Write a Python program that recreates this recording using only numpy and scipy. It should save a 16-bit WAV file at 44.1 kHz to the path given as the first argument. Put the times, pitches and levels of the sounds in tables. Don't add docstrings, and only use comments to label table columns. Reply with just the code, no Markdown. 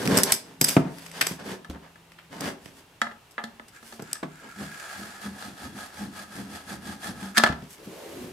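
import sys
import numpy as np
from scipy import signal
from scipy.fft import rfft, irfft
from scipy.io import wavfile
from scipy.ndimage import uniform_filter1d

SR = 44100
rng = np.random.default_rng(int(sys.argv[2]) if len(sys.argv) > 2 else 0)


def wav_out(sig):
    wavfile.write(sys.argv[1], SR, np.round(np.clip(np.atleast_2d(sig).T, -1, 1) * 32767).astype(np.int16))


N = 366912
TIME, HZ = np.arange(N) / SR, np.fft.rfftfreq(N, 1 / SR)

# frequency in Hz, left-right correlation from 0 to 1.
EAR_LIKENESS = [(60, .92), (140, .98), (280, .93), (500, .78), (1000, .5), (2000, .42), (4000, .25),
                (8000, .42), (13000, .2)]


def gain_of(db):
    return 10 ** (np.asarray(db) / 20)


def evened(x):
    return x / np.sqrt(np.mean(x ** 2) + 1e-20)


def read(points, hz):
    f, value = np.transpose(points)
    return np.interp(np.log(hz + 1), np.log(f + 1), value)


def level(rows, axis=1):
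    rows = np.array(rows)
    return gain_of(np.interp(TIME, rows[:, 0], rows[:, axis], left=-120, right=-120))


def add(mix, s, sound):
    part = mix[:, max(round(s * SR), 0):][:, :sound.shape[1]]
    part += sound[:, :part.shape[1]]


def noise(size=N, colour=((0, 0),)):
    hz = np.fft.rfftfreq(size, 1 / SR)
    a, b = rfft(rng.standard_normal((2, size))) * gain_of(read(colour, hz))
    same = np.clip(read(EAR_LIKENESS, hz), -1, 1)
    return irfft([a, same * a + np.sqrt(1 - same ** 2) * b], size)


def coloured(x, gain):
    return evened(irfft(rfft(x) * gain, N))


def body(resonances):
    power = 0
    for hz, width, db in resonances:
        detuning = (HZ ** 2 - hz ** 2) / (width * HZ + 1)
        power = power + gain_of(db) ** 2 / (1 + detuning ** 2)
    return np.sqrt(power)


def bands(x):
    crossovers_hz = (500, 2300, 6500)
    parts = []
    for hz in crossovers_hz:
        low = np.tile(signal.butter(2, hz, "low", fs=SR, output="sos"), (2, 1))
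        high = np.tile(signal.butter(2, hz, "high", fs=SR, output="sos"), (2, 1))
        parts.append(signal.sosfilt(low, x))
        x = signal.sosfilt(high, x)
    return parts + [x]


def band_gains(db, bright_db, lift_db, treble_share):
    step = np.arange(4) - 3 / 2
    return gain_of(db + bright_db * step + lift_db * np.array([0, 1, treble_share, 0]))


def dying(x, t60s):
    hz, t, z = signal.stft(x, SR, nperseg=256)
    decay = 10 ** (-3 * t / read(t60s, hz)[:, None])
    return signal.istft(z * decay, SR, nperseg=256)[1][:, :x.shape[1]]


def friction(slips_per_s, spread_db, smooth):
    slipping = rng.random(N) < slips_per_s / SR
    sizes = gain_of(spread_db * np.minimum(rng.exponential(1, N), 4)) * slipping
    power = signal.lfilter([1], [1, -np.exp(-1 / (0.0016 * SR))], sizes ** 2)
    return noise() * np.sqrt(power / power.mean() + abs(smooth))


def swell(s, rise_s, fall_s, shape=2.3):
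    return np.exp(-abs((TIME - s) / np.where(TIME < s, rise_s, fall_s)) ** shape)


def chatter(size, depth_db=6.0):
    flutter = evened(uniform_filter1d(rng.standard_normal(size), size=60))
    return gain_of(depth_db * np.clip(flutter, -2, 2))


def radiated(x, corner_hz=112):
    return signal.sosfilt(signal.butter(4, corner_hz, "high", fs=SR, output="sos"), x)


def blows(rows, modes, colour, clatter_db, clatter_s, buzz_db, buzz_s, size=16000):
    out, t = np.zeros((2, N)), np.arange(size) / SR
    hz, mode_db, t60 = np.transpose(modes)[:, :, None]
    apart = np.arccos(np.clip(read(EAR_LIKENESS, hz), -1, 1))
    for s, contact, ring, db, bright_db, lift_db in rows:
        phase, side, uneven, grip = rng.standard_normal((4, len(hz), 1))
        tones = gain_of(mode_db + 1.5 * uneven) * 10 ** (-3 * t / (t60 * ring))
        turn = 2 * np.pi * hz * (1 + 0.0027 * grip) * t + phase * apart * 2
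        half_gap = np.sign(side) * apart / 2
        rung = np.array([(tones * np.sin(turn + ear * half_gap)).sum(0) for ear in (-1, 1)])
        crack = np.exp(-t / (clatter_s * ring + contact))
        buzz = gain_of(buzz_db) * np.exp(-t / (buzz_s * ring))
        clatter = chatter(size) * noise(size, colour) * (crack + buzz)
        onset = 1 - np.exp(-(t / contact) ** 2)
        sound = (evened(rung) + gain_of(clatter_db) * evened(clatter)) * onset
        first = round(.02 * SR)
        gains = band_gains(db, bright_db, lift_db, treble_share=0.31)
        parts = bands(radiated(sound))
        add(out, s, sum(gain * part / part[:, :first].std() for gain, part in zip(gains, parts)))
    return out


def background(ramp_s=.04):
    # frequency in Hz, relative level in dB.
    air_colour = [(15, -43), (25, -3), (180, -2.5), (217, -6.5), (335, -7), (575, -9), (936, -7),
                  (1070, -9.5), (2480, -13), (2760, -11.5), (5280, -19.5), (12200, -23.5), (16000, -24)]
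    # frequency in Hz, rms level in dB.
    whine_tones = [(2726, -74.5), (14350, -81)]
    air_db = -56
    whines = sum(gain_of(db) * evened(np.sin(2 * np.pi * hz * TIME)) for hz, db in whine_tones)
    from_s, to_s, linger_hz = 0.57, 3.1, 166.9
    start_db, fall_db_per_s = -46.5, 10.5
    free = np.clip(np.minimum(TIME - from_s, to_s - TIME) / ramp_s, 0, 1)
    decay = gain_of(start_db - fall_db_per_s * (TIME - from_s))
    linger = free * decay * evened(np.sin(2 * np.pi * linger_hz * TIME))
    return gain_of(air_db) * coloured(noise(), gain_of(read(air_colour, HZ))) + whines + linger


def sliding():
    # frequency in Hz, width in Hz, relative level in dB.
    slide_body = [(72, 8.9, -17), (171, 48, 5.5), (216, 36, 6), (275.7, 9.6, 11.5), (398.8, 9.8, 11.5),
                  (465.5, 20, 5), (562, 84, -2), (704, 360, -4), (898, 42, -0.5), (1060, 74, -4.5),
                  (1275, 130, -10.5), (1630, 390, -5), (1810, 86, -19), (2145, 120, -14), (2970, 35, -10.5),
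                  (3410, 340, -16), (4430, 91, -18), (4770, 62, -12.5), (5600, 910, -21), (7900, 1040, -24),
                  (9900, 1600, -26), (12100, 990, -27.5)]
    # time of the
    # peak in seconds, swell in seconds, fade in seconds, relative level in dB, brightness in dB per band,
    # midrange lift in dB.
    strokes = [(0.0, .02, 0.079, -25, -3.5, -2), (0.1, 0.026, 0.054, -24, -8, -10),
               (0.175, 0.08, 0.048, -18.5, -4.5, 0), (0.304, 0.045, 0.028, -30.5, 1, 9),
               (0.48, 0.037, .08, -45.5, -4, -0.5), (0.69, 0.054, 0.069, -25.5, 2.5, -3.5),
               (0.815, 0.027, .1, -42.5, -10.5, 4.5), (1.03, 0.13, 0.11, -46.5, 2.5, 4),
               (1.165, 0.037, 0.12, -39, 0.8, 7), (1.28, 0.033, 0.065, -36, 3, 2),
               (1.415, 0.029, 0.017, -44.5, -5.5, 9), (1.504, 0.062, 0.053, -31.5, -4, 0.5),
               (1.755, 0.023, 0.027, -55, -15.5, 11.5), (1.85, 0.032, 0.044, -67.5, -6, 23),
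               (2.345, 0.03, 0.048, -38, -5, 1.5), (2.465, 0.058, 0.048, -28.5, -3.5, 2.5),
               (2.66, 0.056, 0.061, -48.5, 0, -2), (2.785, 0.043, 0.034, -47, 0.5, -1),
               (3.56, 0.11, .12, -59.5, -6, 1), (3.89, 0.065, 0.097, -48.5, 5, 2),
               (4.09, 0.057, .05, -52, -5.5, 0), (4.45, 0.032, 0.043, -49.5, -7, 7.5),
               (7.66, 0.17, 0.21, -55, 1.5, 5.5), (7.715, 0.021, 0.042, -48.5, 7.5, -2)]
    grating = coloured(friction(slips_per_s=900, spread_db=3.0, smooth=1.0), body(slide_body))
    power = 0
    for s, rise, fall, *contact in strokes:
        gains = band_gains(*contact, treble_share=0.86)
        power = power + np.outer(gains, swell(s, rise, fall)) ** 2
    return sum(np.sqrt(p) * evened(part) for p, part in zip(power, bands(grating)))


def knocks():
    # start in seconds, contact time in seconds, ring length as a factor,
    # relative level in dB, brightness in dB per band, midrange lift in dB.
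    strikes = [(0.052, 0.0027, 0.49, -28, -3.5, -9), (0.612, 0.0014, .3, -43.5, -15.5, 1),
               (0.7655, 0.00039, 0.37, -25.5, -12, 3.5), (1.309, 0.0022, 0.45, -43.5, -10, -4),
               (1.697, 0.0017, 0.66, -41, -5, -4), (3.994, 0.0004, 0.87, -48, -7, 6.5),
               (4.227, .0015, 0.61, -42.5, -8.5, 9), (4.607, 0.0016, 1, -50, -7, 8),
               (7.492, 0.0015, 0.5, -41.5, -12, -12), (7.618, 0.0048, 0.46, -48, -7, -13),
               (7.87, 0.0022, 0.39, -50, -10, -11)]
    # frequency in Hz, relative level in dB, t60 in seconds at ring factor 1.
    modes = [(153.3, -6, 0.57), (186, 4, 0.16), (222.5, -4.5, 0.15), (259, 0, 0.23), (301, 6, 0.067),
             (402, -6.5, 0.17), (377, -31, 0.059), (539, -11, 0.15), (743, -18, 0.21), (904, -20, 0.32),
             (1320, -21, 0.44)]
    # frequency in Hz, relative level in dB.
    dense = [(25, -29), (60, -21), (95, -15), (150, 6), (300, -7), (500, -8.5), (850, -9), (2300, -19.5),
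             (6500, -26), (15000, -28)]
    return blows(strikes, modes, dense, clatter_db=-5.0, clatter_s=0.017, buzz_db=-15, buzz_s=0.034)


def clinks():
    # start in seconds,
    # contact time in seconds, ring length as a factor, relative level in dB, brightness in dB per band,
    # midrange lift in dB.
    strikes = [(0.0755, 0.00018, 0.15, -35.5, 1, 9), (0.172, 0.00034, 0.45, -22.5, 3.5, -7),
               (0.186, 0.00026, 0.12, -33, 5, 10), (0.2335, 0.0004, 0.093, -30.5, 10, 5),
               (0.3205, 0.00033, 0.31, -24, 6.5, 0.5), (0.6105, 0.0029, 0.21, -34.5, 12.5, 16),
               (0.642, 0.0019, 0.1, -33, 11.5, 9), (0.683, 0.0021, 0.42, -30, 5.8, 4),
               (0.9843, .0005, .35, -57, 4, 13), (1.0606, 0.00044, .45, -54, 4.5, 13),
               (1.1145, 0.00056, 0.3, -56.5, 5, 12), (1.2098, 0.0015, 0.26, -29, 4, 14.5),
               (1.2675, 0.00022, 0.33, -32.5, 4, 5), (1.3953, .0009, .35, -49.5, -4.5, -4),
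               (2.1188, 0.00044, 0.24, -65.5, 3, 16.5), (2.18, 0.005, 1, -70.5, 3, 27.5),
               (2.4075, .0001, 0.045, -40, 2.5, -8), (2.6556, 0.00041, 0.88, -48, -3.5, 1),
               (3.3096, .0005, .35, -61.5, 5.3, -2), (3.681, .0003, 0.44, -60.5, 5.5, 8.5),
               (4.0215, .0004, 0.28, -41.5, -3.5, -28), (4.1305, 0.00064, 0.068, -47.5, 14.5, 14.5)]
    # frequency in Hz, relative level in dB, t60 in seconds at ring factor 1.
    modes = [(3070, -11.5, 0.028), (4200, -21, 0.049), (5030, 10.5, 0.062), (4940, 3, 0.52),
             (5760, 1, 0.17), (7880, 12.5, 0.15), (7450, -44.5, 0.4), (8460, 21.5, 0.031),
             (7750, -36, 0.04), (8960, 9, .05), (13100, -4, 0.16)]
    # frequency in Hz, relative level in dB.
    dense = [(100, -8.5), (1000, -14.5), (2300, -0.5), (4200, 3.5), (5300, 12), (6900, 3), (8100, 4.5),
             (10800, 3), (12900, 6.5), (14500, -9)]
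    return blows(strikes, modes, dense, clatter_db=4, clatter_s=.004, buzz_db=-13.5, buzz_s=0.053)


def bumps(contact_s=0.003, size=20000):
    # start in seconds, relative level in dB.
    pushes = [(0.768, -36.5), (1.31, -46), (1.693, -31.5), (2.63, -53), (7.491, -28.5), (7.615, -48)]
    # frequency in Hz, relative level in dB, t60 in seconds.
    sway_modes = [(34, -18, .3), (52, -2, 0.15), (71, 0, 0.26), (108, -7, 0.075)]
    out, t = np.zeros((2, N)), np.arange(size) / SR
    sway = 0
    for hz, db, t60 in sway_modes:
        sway = sway + gain_of(db) * 10 ** (-3 * t / t60) * np.sin(2 * np.pi * hz * t)
    onset = 1 - np.exp(-t / contact_s)
    for s, db in pushes:
        add(out, s, gain_of(db) * (sway * onset)[None])
    return out


def taps():
    # start in seconds, contact time in seconds, ring length as a factor,
    # relative level in dB, brightness in dB per band, midrange lift in dB.
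    strikes = [(1.6445, 0.0019, 0.66, -62.5, 0.5, 17.7), (1.7457, 0.0017, 0.46, -65, -6, 5.4),
               (1.955, .0023, .6, -75.5, 1.5, 23.6), (3.016, 0.00041, 0.56, -39, 0, 17.1),
               (3.066, .002, .5, -59.5, -11, 18.5), (3.1116, 0.00062, .55, -61.5, -6.5, 12.4),
               (3.3795, 0.00036, 0.96, -56.5, -5, 24.9), (3.438, 0.0011, 0.55, -43, -3, 3.5),
               (3.595, 0.0013, .35, -61.5, -7.5, 14.7), (3.826, 0.00095, 0.65, -63, -7, 6.5),
               (3.9235, 0.00045, 1, -53, -3.5, 4.2), (4.153, .0009, 0.61, -60, 4.7, 17.5),
               (4.167, 0.00088, .35, -65.5, 1, 15), (5.4233, .001, 0.69, -52.5, -1, 7.4),
               (7.371, 0.00065, 0.48, -33.5, 2, 14), (7.377, 0.0035, 0.39, -25, 2, 5.5),
               (7.394, 0.0039, 1, -50.5, -7, 23.7), (7.4362, .0006, 0.37, -28.5, -1.5, 13.7),
               (7.462, .0005, 0.89, -45.5, 2, 24.6), (7.523, 0.0013, .7, -47.5, -7.5, 4.4)]
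    # frequency in Hz, relative level in dB, t60 in seconds at ring factor 1.
    modes = [(228.6, -4, 0.27), (585, -13, 0.39), (707.4, -7.5, 0.34), (834, -13, 0.41), (922, -5, 0.14),
             (1110, -13, 0.14), (1235, 3, 0.098), (1296, 5.5, 0.11), (1360, -10, 0.42), (1667, 14, 0.04),
             (1734, 9.5, 0.11), (1783, -12, 0.39), (1855, 0, 0.04), (2014, 4.5, 0.081), (2600, -25, 0.16),
             (3323, 0.5, 0.083), (3810, 4.5, 0.043), (4030, -26, 0.045), (4360, 1.5, 0.086),
             (7160, -16, 0.086)]
    # frequency in Hz, relative level in dB.
    dense = [(60, -26), (130, -17), (230, -6), (450, 3.5), (1300, 5), (2400, 2), (3500, 6.5), (8000, -10.5),
             (12000, -19), (15000, -42)]
    return blows(strikes, modes, dense, clatter_db=-1.0, clatter_s=0.00067, buzz_db=-12, buzz_s=0.015)


def skidding():
    # time of the peak in seconds,
    # swell in seconds, fade in seconds, level in dB.
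    skids = [(3.755, 0.028, 0.04, -49), (3.9, 0.068, 0.049, -63), (4.12, 0.1, 0.063, -47),
             (4.37, 0.064, 0.067, -58), (4.85, 0.42, 0.39, -44.5), (7.372, 0.018, .008, -29.5)]
    # frequency in Hz, width in Hz, relative level in dB.
    skid_body = [(1356, 130, -0.5), (1390, 76, 3), (1653, 99, 5.5), (2260, 440, -8.5), (4670, 1600, -18),
                 (7300, 930, -15), (8850, 4800, -24.5)]
    speed = sum(gain_of(db) * swell(s, rise, fall, shape=2.35) for s, rise, fall, db in skids)
    rub = friction(slips_per_s=200, spread_db=2.5, smooth=1.0)
    return speed * coloured(rub, body(skid_body) * HZ / (HZ + 900))


def screwing():
    # time of the peak in seconds, half length in seconds, relative level of
    # the rub in dB, relative level of the rocking in dB, lag of the rocking in seconds.
    turns = [(4.626, 0.05, -41.5, -37, -0.022), (4.958, 0.25, -40.5, -37, 0.046),
             (5.25, 0.036, -38.5, -35.5, 0.013), (5.438, 0.09, -40, -38, 0.045),
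             (5.631, 0.058, -39.5, -35.5, 0.028), (5.814, 0.069, -38, -42.5, -0.039),
             (6.004, 0.067, -38.5, -32, 0.025), (6.19, 0.056, -38, -45, 0.018),
             (6.373, 0.07, -39, -31.5, 0.015), (6.554, 0.068, -39.5, -40, -0.036),
             (6.717, 0.046, -36, -33.5, 0.0014), (6.893, 0.064, -38, -34, -0.02),
             (7.065, 0.045, -32.5, -31, 0.024), (7.238, 0.078, -39.5, -36.5, -0.011)]
    # frequency in Hz, width in Hz, relative level in dB.
    turn_body = [(727, 116, 1), (847, 66, -0.5), (1276, 61, 5), (1420, 49, -6), (1668, 107, 5.5),
                 (2400, 300, -35), (3367, 53, -3), (4540, 980, -11)]
    # frequency in Hz, relative level in dB.
    thread_hiss = [(100, -42), (350, -8), (1000, -18.5), (2600, -14), (5000, -17), (9500, -13.5),
                   (12000, -16.5), (16000, -30)]
    # frequency in Hz, width in Hz, relative level in dB.
    rock_body = [(76.5, 10.6, -7.5), (136, 30, -12), (199.2, 15.4, 2), (267, 45, -8), (404, 23, -15.5)]
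    stroke, tipping = 0, 0
    for s, half, rub_db, rock_db, lag in turns:
        stroke = stroke + gain_of(rub_db) * np.exp(-((TIME - s) / half) ** 2)
        tipping = tipping + gain_of(rock_db) * swell(s + lag, rise_s=0.034, fall_s=0.066, shape=1.3)
    rub = friction(slips_per_s=3800, spread_db=6, smooth=1.1)
    thread = coloured(rub, body(turn_body) + gain_of(read(thread_hiss, HZ)))
    rocking = coloured(noise(), body(rock_body) / (1 + (HZ / 700) ** 2))
    return gain_of(-2.0) * stroke * thread + gain_of(-3.5) * tipping * rocking


def sleeve(width_hz=170):
    # time in seconds, relative level of the rustle in dB,
    # resonance in Hz, relative level of the hiss in dB.
    sweep = [(7.78, -50, 298, -57), (7.82, -48.5, 440, -60.5), (7.852, -57, 239, -51),
             (7.868, -47, 239, -55.5), (7.99, -43.5, 563, -52), (8.234, -40.5, 231, -50.5),
             (8.32, -44.5, 274, -55.5)]
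    # frequency in Hz, relative level in dB.
    hiss_colour = [(300, -21), (900, 4), (1800, 3), (3000, 0.5), (9000, -5), (12000, -4.5), (16000, -8)]
    s, _, hz, _ = np.transpose(sweep)
    turn = np.exp(2j * np.pi * np.cumsum(np.interp(TIME, s, hz)) / SR)
    r = np.exp(-np.pi * width_hz / SR)
    rustle = coloured(noise(), 1 / (1 + (HZ / 1100) ** 2))
    hollow = (turn * signal.lfilter([1 - r], [1, -r], rustle / turn)).real
    hiss = coloured(friction(slips_per_s=3000, spread_db=-9, smooth=1.4), gain_of(read(hiss_colour, HZ)))
    return gain_of(-0.5) * level(sweep) * evened(hollow) + gain_of(3.5) * level(sweep, axis=3) * hiss


def room(x, onset_s=0.0089, size=26000):
    # frequency in Hz, t60 in seconds.
    room_t60 = [(100, 0.28), (260, 0.46), (700, 0.42), (1840, 0.28), (4850, 0.29), (12800, 0.2)]
    onset = 1 - np.exp(-(np.arange(size) / SR / onset_s) ** 2)
    tail = dying(noise(size), room_t60) * onset
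    return signal.fftconvolve(x, tail / np.linalg.norm(tail[0]), axes=1)[:, :N]


def scene():
    hits = gain_of(-4.0) * clinks() + gain_of(-0.45) * taps() + gain_of(-4.5) * knocks()
    rubs = gain_of(-11.5) * sliding() + screwing() + skidding() + sleeve()
    echoes = gain_of(-12.0) * room(hits) + gain_of(-10.0) * room(rubs)
    return hits + rubs + echoes + bumps() + background()


def record(dry, low_cut_hz=48, top_hz=14200):
    heard = signal.sosfilt(signal.butter(2, low_cut_hz, "high", fs=SR, output="sos"), dry)
    heard = signal.sosfilt(signal.butter(4, top_hz, fs=SR, output="sos"), heard)
    rounded = heard / (1 + heard ** 6) ** (1 / 6)
    band_limit = signal.firwin(255, 15900, window=("kaiser", 9), fs=SR)
    return signal.oaconvolve(rounded, band_limit[None], "same")


dry = scene()
out = record(dry)
wav_out(out)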